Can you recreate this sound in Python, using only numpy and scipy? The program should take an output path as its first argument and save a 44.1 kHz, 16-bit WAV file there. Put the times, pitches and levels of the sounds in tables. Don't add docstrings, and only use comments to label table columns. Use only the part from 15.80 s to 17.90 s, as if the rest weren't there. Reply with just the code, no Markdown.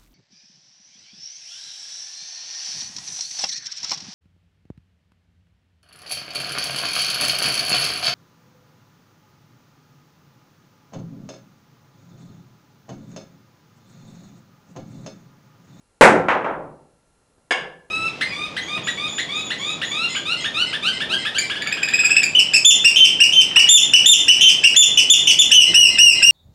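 import sys
import numpy as np
from scipy import signal
from scipy.fft import rfft, irfft
from scipy.io import wavfile

SR = 44100
rng = np.random.default_rng(int(sys.argv[2]) if len(sys.argv) > 2 else 0)


def persist_wave(psi):
    counts = np.round(np.clip(psi, -1, 1) * 32767).astype(np.int16)
    wavfile.write(sys.argv[1], SR, np.atleast_2d(counts).T)


N = 92610

# (frequency [Hz], decay time [s])
ROOM_DECAY = [(40, 0.77), (150, 0.7), (300, 0.68), (600, 0.58), (1000, 0.47), (2000, 0.39), (3200, 0.37),
              (5000, 0.35), (8000, 0.29), (11000, .27)]
# (frequency [Hz], relative level [dB])
AIR_COLOUR = [(15, -28.5), (25, -0.5), (303, -11), (327, -14), (468, -9), (588, -13), (635, -15.5),
              (840, -13), (1360, -18.5), (3410, -26), (11000, -22.5), (14300, -51), (22000, -120)]
# (frequency [Hz], average level [dB])
HUM_TONES = [(1378, -79.5), (2756, -87), (4134, -86.5)]
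# (frequency [Hz], relative level [dB])
RUMBLE_COLOUR = [(30, -15.5), (70, -13.5), (115, -17.5), (152, 2), (185, -4), (240, -15.5), (500, -25.5),
                 (1200, -49.5), (5000, -86)]
# (time [s], level [dB])
RUMBLE_LEVEL = [(.55, -90), (.74, -38.5), (.9, -48), (1.1, -68.5), (1.3, -80), (1.69, -78), (1.82, -46),
                (1.92, -53.5), (2.1, -75)]
# (frequency [Hz], relative level [dB])
CLOTH_COLOUR = [(30, -2.5), (70, 1), (200, -0.5), (600, -1), (1200, -11.5), (3000, -29.5), (9000, -55.5)]
# (time [s], level [dB])
CLOTH_LEVEL = [(.7, -84), (.85, -54), (1.25, -73), (1.5, -68), (1.72, -70), (2.1, -70)]
# (time [s], level [dB])
BUMPS = [(1.415, -75), (1.578, -69)]
# (time [s], level [dB], treble cut-off [Hz])
RACK_KNOCKS = [(1.7083, -23.5, 7050), (1.7168, -24.5, 10000), (1.7780, -33.5, 3900)]
# (frequency [Hz], relative level [dB], decay time [s])
RACK_TONES = [(519.4, -2.5, 0.091), (784, -8, 0.064), (1085, -1, 0.024), (1616, -2, 0.057),
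              (1737, 4.5, 0.038), (2130, -1, 0.033), (2215, 1.5, 0.073), (2794, 2, 0.033),
              (3120, -7.5, 0.11), (3373, -4.5, 0.069), (4817, -7, 0.052), (5330, -18, .015),
              (6570, -12.5, .012), (8290, -12, 0.0082)]
RACK_RING_HZ = [1626, 1646, 1699, 1725, 1742]
# (frequency [Hz], relative level [dB])
TICK_COLOUR = [(40, -18), (150, 4.5), (300, 4), (700, 5.5), (1300, -2.5), (3200, 2.5), (4000, -21.5),
               (5200, -17), (7500, -17), (11000, -40)]
# (time [s], level [dB], treble cut-off [Hz])
LANDINGS = [(0.4842, -16.5, 2730), (0.6447, -23.5, 1463), (0.7470, -37.5, 770), (0.8080, -42, 705)]
# (frequency [Hz], relative level [dB])
SLATE_COLOUR = [(30, -61), (90, -17), (180, -16.5), (270, -7), (400, -6), (550, -0.5), (680, -3.5),
                (860, 0), (1300, -3.5), (2300, -8.5), (3200, -16), (4600, -28), (6800, -23), (11000, -29)]
# (frequency [Hz], relative level [dB])
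CRACK_COLOUR = [(25, -28), (70, -12.5), (110, -16), (170, -3.5), (320, -6), (520, 2), (680, -2.5),
                (870, 0.5), (1150, -5), (1600, -2.5), (2250, -6), (2900, -18), (4500, -28.5), (8000, -25),
                (11000, -33)]
# (frequency [Hz], relative level [dB], decay time [s])
TABLE_TONES = [(168.6, -14.5, 0.27), (188.7, -14.5, 0.95), (304.5, -11.5, .7), (363.8, -10.5, 1),
               (461.7, -17.5, .55), (483.2, -6.5, 0.17), (532, -5, 0.34), (576, -3.5, 0.27),
               (746, -11, 0.91), (875, -7.5, 0.39), (924, -13.5, 0.3), (1353, -13, 1), (1505, -13, 0.412),
               (1578, -7, .4)]

TIME = np.arange(N) / SR
FREQS = np.arange(N // 2 + 1) * SR / N


def gain(db):
    return 10 ** (np.asarray(db) / 20)


def unit_energy(x):
    return x / np.sqrt(np.sum(x ** 2))


def at_hz(points, hz):
    freqs, values = np.array(points, float).T
    return np.interp(np.log(np.maximum(hz, 1)), np.log(freqs), values)


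def fade(decay_s):
    return np.exp(-np.log(1000) * TIME / decay_s)


def swell(curve):
    return gain(np.interp(TIME, *np.array(curve).T))


def cut_bass(x, hz):
    return signal.sosfilt(signal.butter(2, hz, "high", fs=SR, output="sos"), x)


def cut_treble(x, hz):
    return signal.sosfilt(signal.butter(2, hz, fs=SR, output="sos"), x)


def place(x, start_s, db):
    return np.pad(unit_energy(x), (int(start_s * SR), 0))[:N] * gain(db) * np.sqrt(SR / 10)


def hiss(colour):
    spectrum = rfft(rng.standard_normal(N)) * gain(at_hz(colour, FREQS))
    return unit_energy(irfft(spectrum, N)) * np.sqrt(N)


def click(colour, size=8192):
    hz = np.arange(size // 2 + 1) * SR / size
    cepstrum = irfft(np.log(gain(at_hz(colour, hz))))
    cepstrum[1:size // 2] *= 2
    cepstrum[size // 2 + 1:] = 0
    pulse = irfft(np.exp(rfft(cepstrum)))
    return unit_energy(np.pad(pulse, (0, N - size)))


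def ring(tones):
    ringing = sum(gain(db) * unit_energy(np.sin(2 * np.pi * hz * TIME) * fade(decay_s))
                  for hz, db, decay_s in tones)
    lowest_hz = tones[0][0]
    return unit_energy(cut_bass(ringing, 0.75 * lowest_hz))


def in_room(x, direct_db, echo_db, build_s=0.009, build_cycles=9.8):
    centres = 31.25 * 2 ** np.arange(0, 9.5, .5)
    noise, tail = rfft(rng.standard_normal(N)), 0
    for centre, this_band in zip(centres, np.eye(len(centres))):
        band = irfft(noise * np.interp(FREQS, centres, this_band), N)
        build_up = 1 - np.exp(-TIME / (build_s + build_cycles / centre))
        tail = tail + band * fade(at_hz(ROOM_DECAY, centre)) * build_up
    echoes = rng.standard_normal(N) * (rng.random(N) < 0.07)
    response = unit_energy(tail) + gain(echo_db) * unit_energy(echoes * fade(decay_s=0.083))
    response[0] += gain(direct_db)
    return signal.fftconvolve(x, response)[:N]


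def room_air():
    hum = sum(np.sqrt(2) * gain(db) * np.sin(2 * np.pi * hz * TIME) for hz, db in HUM_TONES)
    return hiss(AIR_COLOUR) * gain(db=-65) + hum


def rolling():
    shudder = rng.standard_normal(N) * fade(decay_s=0.076)
    bump = signal.fftconvolve(click(CLOTH_COLOUR), shudder)[:N]
    bumps = sum(place(bump, start_s, db) for start_s, db in BUMPS)
    rumble = hiss(RUMBLE_COLOUR) * swell(RUMBLE_LEVEL)
    whisper = hiss(CLOTH_COLOUR) * swell(CLOTH_LEVEL)
    return rumble + whisper + bumps


def rack_rattle(ring_decay_s=0.57):
    lasting_ring = ring([(hz, 0, ring_decay_s) for hz in RACK_RING_HZ])
    rattle = place(lasting_ring, start_s=RACK_KNOCKS[0][0], db=-31)
    tick = gain(db=-4) * click(TICK_COLOUR)
    for start_s, db, cutoff_hz in RACK_KNOCKS:
        tones = [(hz * rng.uniform(0.9844, 1.012), level, decay_s) for hz, level, decay_s in RACK_TONES]
        knock = cut_bass(ring(tones) + tick, hz=315)
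        knock = in_room(cut_treble(knock, cutoff_hz), direct_db=-6.5, echo_db=3)
        rattle += place(knock, start_s, db)
    return rattle


def ball_bounces():
    knock = click(SLATE_COLOUR)
    thuds = np.zeros(N)
    for start_s, db, cutoff_hz in LANDINGS:
        thud = in_room(cut_treble(knock, cutoff_hz), direct_db=-21, echo_db=-3.5)
        thuds += place(thud, start_s, db)
    return thuds


def cue_blow():
    crack = unit_energy(in_room(click(CRACK_COLOUR), direct_db=-20, echo_db=-5))
    ringing = gain(db=-4) * ring(TABLE_TONES)
    return place(crack + ringing, start_s=0.2102, db=-3.5)


def scene():
    return (cue_blow() + ball_bounces() + rack_rattle() + rolling() + room_air())[None]


def record(dry, peak_limit=0.95, top_hz=11200):
    clipped = np.clip(dry, -peak_limit, peak_limit)
    steep_cut = signal.ellip(8, .2, 70, top_hz, fs=SR, output="sos")
    return signal.sosfilt(steep_cut, clipped)


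dry = scene()
out = record(dry)
persist_wave(out)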